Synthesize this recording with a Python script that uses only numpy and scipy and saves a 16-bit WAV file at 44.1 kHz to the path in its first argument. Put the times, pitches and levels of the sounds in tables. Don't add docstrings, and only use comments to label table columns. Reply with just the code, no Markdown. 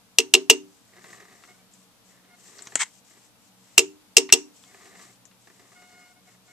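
import sys
import numpy as np
from scipy import signal
from scipy.fft import rfft, irfft, next_fast_len
from scipy.io import wavfile
from scipy.ndimage import uniform_filter1d, map_coordinates

SR = 44100
rng = np.random.default_rng(int(sys.argv[2]) if len(sys.argv) > 2 else 0)


def volts_from_decibels(level):
    exponent = np.asarray(level, float) / 20
    return 10 ** exponent


def dump_mix(stems):
    frames = np.atleast_2d(stems).T
    limited = np.clip(frames, -1, 1)
    pcm = np.round(limited * 32767).astype(np.int16)
    wavfile.write(sys.argv[1], SR, pcm)


N = 287532

# (frequency [Hz], level per Hz [dB])
AIR_COLOUR = [(15, -46), (25, -18), (85, -18.5), (116, -6.5), (160, -19), (198, -7), (373, -21),
              (500, -15.5), (669, -17), (724, -16), (1300, -19.5), (1780, -22.5), (3750, -21),
              (4060, -21.5), (14100, -27)]
# (frequency [Hz], likeness [-1 to 1])
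AIR_LIKENESS = [(60, -0.34), (240, 0.5), (950, 0.51), (3750, -0.09), (14900, -0.03)]
# (centre [Hz], level [dB], half-width [Hz])
HUM_BANDS = [(124, -76, 2.7), (186, -69, 4.1), (285, -74.5, 33), (462, -77.5, 5.5)]
# (time [s], level [dB], treble less 9 [dB], bounce delay [s], bounce loss [dB])
BLOWS = [(0.1854, 0.5, -8.5, .0165, 14), (.3384, 5, -11, .0116, 7.5), (0.4984, 5.5, -6.5, .0108, 11.5),
         (3.7792, 5, -5, .0129, 10), (4.1680, 5, -5.5, .0132, 10.5), (4.3243, 5, -5, .0116, 8)]
# (pitch [Hz], level [dB], own time to fall 60 dB [s])
STEEL_MODES = [(2057, -27.5, 0.09), (2697, -15, .06), (2753, -4, 0.063), (2785, -12, .12),
               (3234, -19.5, 0.057), (4180, -22, 0.061), (5094, -12, 0.061), (5470, -12.5, .06),
               (5969, -9.5, 0.077), (6090, -12.5, .05), (6384, -12.5, 0.058), (6994, -15, .07),
               (7537, -16.5, .07), (7956, -7.5, 0.049), (8270, -17, 0.016)]
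# (pitch [Hz], level [dB], time to fall 60 dB [s])
BED_MODES = [(183, -38, 0.39), (262.5, -16.5, 0.33), (299.5, -18.5, 0.46), (375, -6.5, 0.16),
             (388, -7.5, 0.28), (453.5, 0.5, 0.11), (625, -21.5, .15), (763, -22.5, .12), (925, -27, 0.23),
             (1210, -22.5, .07)]
# (frequency [Hz], level per Hz [dB])
CLATTER_COLOUR = [(300, -48.5), (600, -20), (1000, -17), (1500, -26.5), (2200, -16.5), (2750, -9.5),
                  (3300, -7.5), (4600, -8.5), (5200, -4.5), (6500, -7), (8100, -6), (8500, -14),
                  (10500, -20), (13500, -20.5), (14000, -29), (15500, -43.5)]
# (frequency [Hz], time to fall 60 dB [s])
CLATTER_DECAY = [(500, 0.088), (1500, 0.21), (2700, .12), (4000, 0.08), (7000, 0.075), (12000, 0.077)]
# (frequency [Hz], left over right [dB])
PORT_LEVELS = [(100, 0.5), (300, 0), (700, 2.5), (1500, 1.5), (2700, -2), (4500, -0.5), (6500, -4.5),
               (8000, 10), (10000, 8), (14000, 5.5)]
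# (frequency [Hz], left ahead of right [rad])
PORT_PHASES = [(300, -1.73), (460, 0.28), (700, 0), (1500, -1.3), (2700, -0.41), (4500, -0.9),
               (5500, -0.66), (7500, 1), (9000, 2), (14000, 1.7)]
# (frequency [Hz], time to fall 60 dB [s])
ROOM_DECAY = [(300, 0.22), (2000, 0.19), (7000, .25), (12000, 0.084)]
# (start [s], rise [s], hold [s], fall [s], level [dB])
RUBS = [(0.661, .04, 0.21, .1, -65.5), (0.928, 0.14, 0.072, .1, -56), (1.18, 0.056, 0.224, .22, -61.5),
        (1.697, 0.031, 0.114, .04, -63), (2.032, 0.032, .04, .12, -63.5), (2.297, .2, 0.129, .06, -53),
        (2.64, .03, .08, .02, -57.5), (2.86, .03, 0.095, .04, -60.5), (3.036, 0.017, 0.21, .07, -62),
        (3.36, .06, 0.039, .08, -65), (3.563, .05, .14, .03, -62), (4.498, .07, 0.138, .05, -60),
        (4.72, 0.039, .33, .12, -59), (5.386, 0.036, .7, .05, -63.5), (6.214, 0.058, .06, .06, -65),
        (6.428, .06, .04, .03, -59)]
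# (frequency [Hz], level per Hz [dB])
RUSTLE_COLOUR = [(880, -50), (1500, -16), (1630, -22), (1930, -26), (2460, -12), (4040, -12.5),
                 (4350, -9.5), (4600, -11), (4960, -10), (5450, -7), (7080, -5), (7420, -2), (7840, -3),
                 (10000, -21), (14000, -21.5)]
# (start [s], rise [s], hold [s], fall [s], gear rattle [dB])
PULLS = [(0.84, 0.21, 0.14, 0.55, -56), (2.052, 0.069, .2, 0.11, -65.5), (2.305, 0.24, .2, 0.034, -57.5),
         (3.044, 0.054, .12, .12, -68.5), (3.56, 0.13, 0.089, .03, -68.5), (4.596, .28, 0.11, 0.21, -54),
         (5.37, 0.275, 0.305, 0.22, -63), (6.22, 0.068, 0.046, .08, -65), (6.42, 0.087, .05, .03, -64.5)]
# (centre [Hz], width [Hz], level [dB])
GEAR_MODES = [(162.2, 77, -4.5), (390, 72, 3), (710, 79, -1), (1210, 130, 1), (1354, 240, -5.5),
              (1880, 380, 1), (2190, 280, -15.5), (3670, 610, -17.5)]
# (time [s], peak of the dull body [dB])
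KNOCKS = [(0.965, -44), (0.9939, -46.5), (1.0158, -48), (1.0414, -38), (1.0591, -42), (1.0851, -43.5),
          (1.1289, -35.5), (1.1444, -40), (1.2015, -40.5), (1.2236, -41.5), (1.2506, -40), (1.3087, -45.5),
          (2.72, -38), (3.1079, -50.5), (3.1705, -48), (4.7435, -41.5), (4.8559, -38.5), (4.9531, -42.5),
          (4.9928, -38), (5.4716, -41.5), (5.4994, -45.5), (5.5947, -45), (5.7186, -45.5), (5.8194, -45)]
# (time [s], level [dB], snap centre [Hz], body over snap [dB],
# left over right [dB])
TICKS = [(1.4363, -37.5, 1660, -8, 1.5), (1.736, -40, 7400, -19, 3.5), (2.2462, -54.5, 2120, -15, 3.5),
         (2.583, -37, 5500, -22.5, -8), (2.5899, -34.5, 4400, -2.5, 1), (2.621, -29.5, 7640, -33, 13),
         (2.6708, -29.5, 6400, 0, 0), (2.7546, -2.5, 7400, -7.5, 5), (4.2906, -24, 1907, -6.5, -2),
         (4.3002, -24.5, 2080, -7, 4), (4.6376, -44, 3500, -0.5, 0), (5.253, -37, 6960, -23, 11.5),
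         (5.3122, -49.5, 2160, 0, 5)]
# (start [s], length [s], slip rate [Hz], level [dB])
SQUEAKS = [(1.483, 0.043, 726, -58.5), (1.541, 0.018, 743, -63), (1.585, 0.032, 763, -66.5),
           (2.256, 0.043, 722, -66), (2.301, 0.053, 714, -59.5), (4.665, 0.052, 724, -64),
           (5.756, 0.37, 722.6, -57.5), (6.16, 0.048, 726, -65.5), (6.27, 0.036, 730, -61.5),
           (6.333, 0.017, 721, -68), (6.48, .06, 725, -60)]
SQUEAK_OVERTONES = [-2, -2, 0, -11, -16, -15, -14, -20]
# (time [s], level [dB])
SCRAPE_LEVEL = [(2.75, -72), (2.765, -40), (2.791, -38.5), (2.794, -27.5), (2.812, -21.5), (2.834, -23),
                (2.842, -38.5), (2.86, -51), (2.9, -65)]
# (frequency [Hz], level per Hz [dB])
SCRAPE_COLOUR = [(180, -60.5), (300, -36), (403, -27), (597, -37), (869, -14), (1520, -18.5), (1700, -12),
                 (2210, -6.5), (2440, -19), (2820, -14.5), (4850, -22.5), (8050, -8), (10600, -46),
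                 (13600, -39), (15000, -82)]


def unit(x):
    return x / np.sqrt(np.mean(x ** 2) + 1e-20)


def along(points, hz):
    f, value = np.transpose(points)
    return np.interp(np.log(hz + 1), np.log(f + 1), value)


def wobble(rate):
    return map_coordinates(rng.standard_normal(int(N * rate / SR) + 4), [np.arange(N) * rate / SR])


def swell(start, rise, hold, fall):
    t = np.arange(N) / SR - start
    slope = np.minimum(t / rise, (rise + hold + fall - t) / fall)
    return np.sin(np.pi / 2 * np.clip(slope, 0, 1)) ** 2


def filtered(x, response):
    m = next_fast_len(x.shape[-1] + 8192)
    return irfft(rfft(x, m) * response(np.fft.rfftfreq(m, 1 / SR)), m)[..., :x.shape[-1]]


def resonance(hz, centre, width):
    return 1j * hz * width / (centre ** 2 - hz ** 2 + 1j * hz * width)


def pair(colour, likeness):
    def response(hz):
        angle = np.arccos(np.clip(along(likeness, hz), -1, 1)) / 2
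        return volts_from_decibels(along(colour, hz)) * np.array([np.cos(angle), np.sin(angle)])
    mid, side = filtered(rng.standard_normal((2, N)), response)
    return unit(np.array([mid + side, mid - side]))


def dying(times, length):
    hz, t, z = signal.stft(rng.standard_normal((2, length)), SR, nperseg=128)
    fade = volts_from_decibels(-60 * t / along(times, hz)[:, None])
    tail = signal.istft(z * fade, SR, nperseg=128)[1][:, :length]
    return tail / np.linalg.norm(tail[0])


def ring(modes, t, scatter_db, attack, detune):
    hz, db, t60 = np.transpose(modes)[:, :, None]
    hz = hz * (1 + detune * rng.standard_normal(hz.shape))
    size = volts_from_decibels(db + scatter_db * rng.standard_normal(hz.shape) - 60 * t / t60)
    return (size * np.sin(2 * np.pi * hz * t)).sum(0) * (1 - np.exp(-(t / attack) ** 2))


def workshop():
    def band(centre, width):
        noise = rng.standard_normal(N)
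        return unit(filtered(noise, lambda hz: 1 / (1 + ((hz - centre) / width) ** 2)))
    hiss_db = -59 + .5 * wobble(1.411) + np.array([[.7], [-.7]])
    hum = sum(volts_from_decibels(db) * band(centre, width) for centre, db, width in HUM_BANDS)
    return volts_from_decibels(hiss_db) * pair(AIR_COLOUR, AIR_LIKENESS) + hum


def hammer():
    bounce_duller_db, thump_db, bounce_thump_db = 4, -19, -21.5
    out, wide = np.zeros(N + SR), np.zeros(N + SR)
    t = np.arange(SR // 2) / SR
    early = volts_from_decibels(-60 * t / .03)
    low = [mode for mode in STEEL_MODES if mode[0] < 4600]
    high = [mode for mode in STEEL_MODES if mode[0] >= 4600]
    contacts = []
    for s, db, treble_db, after, loss_db in BLOWS:
        contacts.append((s, db, treble_db + 9, thump_db))
        contacts.append((s + after, db - loss_db, treble_db + 9 - bounce_duller_db, bounce_thump_db))
    for s, db, treble_db, bed_db in contacts:
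        clank = ring(low, t, scatter_db=4.5, attack=0.0005, detune=0.0054) * (early + .12)
        bright = ring(high, t, scatter_db=4, attack=0.00031, detune=0.021) * (early + 0.023)
        thump = ring(BED_MODES, t, scatter_db=3, attack=0.0077, detune=0.0077)

        def colour(hz):
            boost_db = treble_db / (1 + (4600 / (hz + 1)) ** 12)
            return volts_from_decibels(along(CLATTER_COLOUR, hz) + boost_db)
        clatter = filtered(dying(CLATTER_DECAY, len(t)), colour) * (1 - np.exp(-t / 0.00022))
        sound = clank + volts_from_decibels(treble_db) * bright + volts_from_decibels(bed_db) * thump
        sound = sound + volts_from_decibels(30) * clatter[0] * (early + 0.19)
        first = round(s * SR)
        out[first:][:len(t)] += volts_from_decibels(db) * sound
        wide[first:][:len(t)] += volts_from_decibels(db + 14) * clatter[1] * (early + 0.86)
    return out[:N], wide[:N] * [[1], [-1]]


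def rustle():
    stroke = sum(volts_from_decibels(db) * swell(*shape) for *shape, db in RUBS)
    flutter = volts_from_decibels(1.5 * wobble(30) + 1.5 * wobble(200))
    noise = unit(flutter * pair(RUSTLE_COLOUR, [(3000, 0.32), (8000, 0.46)]))
    return stroke * volts_from_decibels(1.5 * wobble(9)) * noise * volts_from_decibels([[2.5], [-2.5]])


def gears():
    faint_per_s, faint_db, faint_scatter_db = 14, 10, 1.5
    edge_db, edge_scatter_db = -12, 2

    def body(hz):
        return sum((-1) ** k * volts_from_decibels(db) * resonance(hz, centre, width)
                   for k, (centre, width, db) in enumerate(GEAR_MODES))
    grind = sum(volts_from_decibels(db) * swell(*shape) for *shape, db in PULLS)
    grit = volts_from_decibels(2.5 * wobble(45) + 3 * wobble(300))
    teeth = np.pad(grind * unit(filtered(grit * rng.standard_normal(N), body)), (0, SR))
    t = np.arange(SR // 10) / SR
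    fade = (volts_from_decibels(-60 * t / 0.0056) + 0.7 * volts_from_decibels(-60 * t / .06)) * (1 - np.exp(-t / 0.00073))
    at = rng.integers(N, size=faint_per_s * N // SR)
    faint_size = grind[at] * volts_from_decibels(faint_db + faint_scatter_db * rng.standard_normal(len(at)))
    loud = [(round(s * SR), volts_from_decibels(db)) for s, db in KNOCKS]
    for first, size in loud + list(zip(at, faint_size)):
        burst = rng.standard_normal((2, len(t))) * fade
        dull = filtered(burst[0], body)
        bright = filtered(burst[1], lambda hz: volts_from_decibels(along(RUSTLE_COLOUR, hz)))
        edge = volts_from_decibels(edge_db + edge_scatter_db * rng.standard_normal())
        knock = dull / abs(dull).max() + edge * bright / abs(bright).max()
        teeth[first:][:len(t)] += size * knock
    return teeth[:N]


def ticks():
    out, t = np.zeros((2, N + SR)), np.arange(SR // 10) / SR
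    for s, db, centre, body_db, pan_db in TICKS:
        drag = .05 * volts_from_decibels(-0.3 * db)
        fade = volts_from_decibels(-60 * t / 0.0099) + drag * volts_from_decibels(-60 * t / 0.088)
        burst = rng.standard_normal((2, len(t))) * fade * (1 - np.exp(-t / 0.00095))

        def snap_response(hz):
            spread = 0.12 * (hz > 1200) / (1 + (hz / 8800) ** 9)
            return spread + resonance(hz, centre, 2000) ** 2

        def body_response(hz):
            middle = resonance(hz, 1500, 1800) / (1 + 1j * hz / 5000)
            return middle + .5 * resonance(hz, 250, 250)
        snap, body = filtered(burst[0], snap_response), filtered(burst[1], body_response)
        tick = snap / abs(snap).max() + volts_from_decibels(body_db) * body / abs(body).max()
        sides = volts_from_decibels(db + np.array([[.5], [-.5]]) * pan_db)
        out[:, round(s * SR):][:, :len(t)] += sides * tick
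    return filtered(out[:, :N], lambda hz: 0.15 + 0.65 / (1 + (hz / 9200) ** 10))


def squeak():
    edge = 0.011
    clock = np.cumsum(1 + .003 * wobble(60)) / SR
    flicker = volts_from_decibels(1.5 * wobble(70))
    strengths = [volts_from_decibels(db + 2.3 * wobble(25)) for db in SQUEAK_OVERTONES]
    out = np.zeros(N)
    for s, length, slips_hz, db in SQUEAKS:
        span = slice(round((s - edge) * SR), round((s + length + edge) * SR))
        tone = sum(strength[span] * np.sin(2 * np.pi * k * slips_hz * clock[span])
                   for k, strength in enumerate(strengths, 1))
        shape = swell(s - edge, 2 * edge, length - 2 * edge, 2 * edge)
        out[span] += volts_from_decibels(db) * shape[span] * tone
    return out * flicker


def scrape():
    s, db = np.transpose(SCRAPE_LEVEL)
    t = np.arange(N) / SR
    on = uniform_filter1d(1. * ((t > s[0]) & (t < s[-1])), size=600)
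    grains_db = 1.7 * np.tanh(wobble(250)) + 2.6 * np.tanh(wobble(700)) + 2.5 * np.tanh(wobble(110))
    noise = pair(SCRAPE_COLOUR, [(500, 1.0), (3000, 0.92), (8000, 0.15)])
    sides_db = np.interp(t, s, db) + np.array([[1.5], [-1.5]])
    return on * volts_from_decibels(sides_db) * unit(volts_from_decibels(grains_db) * noise)


def placed(x):
    def response(hz):
        half = np.sqrt(volts_from_decibels(along(PORT_LEVELS, hz))) * np.exp(.5j * along(PORT_PHASES, hz))
        return np.array([half, 1 / half])
    return filtered(x, response)


def room(x):
    late = np.pad(x, (300, 0))[None]
    return volts_from_decibels(-26.5) * signal.fftconvolve(late, dying(ROOM_DECAY, SR // 2), axes=1)[:, :N]


def scene():
    background = workshop()
    blows, wide = hammer()
    hand = rustle()
    lathe = blows + gears() + squeak()
    small = ticks() + scrape()
    return placed(lathe) + wide + small + hand + room(lathe + small.mean(0)) + background


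def roll_off(x):
    return signal.sosfilt(signal.butter(12, 15500, fs=SR, output="sos"), x)


def record(dry):
    clipped = dry / (1 + abs(dry / 0.97) ** 8) ** (1 / 8)
    limited = filtered(clipped, lambda hz: .05 + 0.94 / (1 + (hz / 14200) ** 60))
    return roll_off(limited)


dry = scene()
out = record(dry)
dump_mix(out)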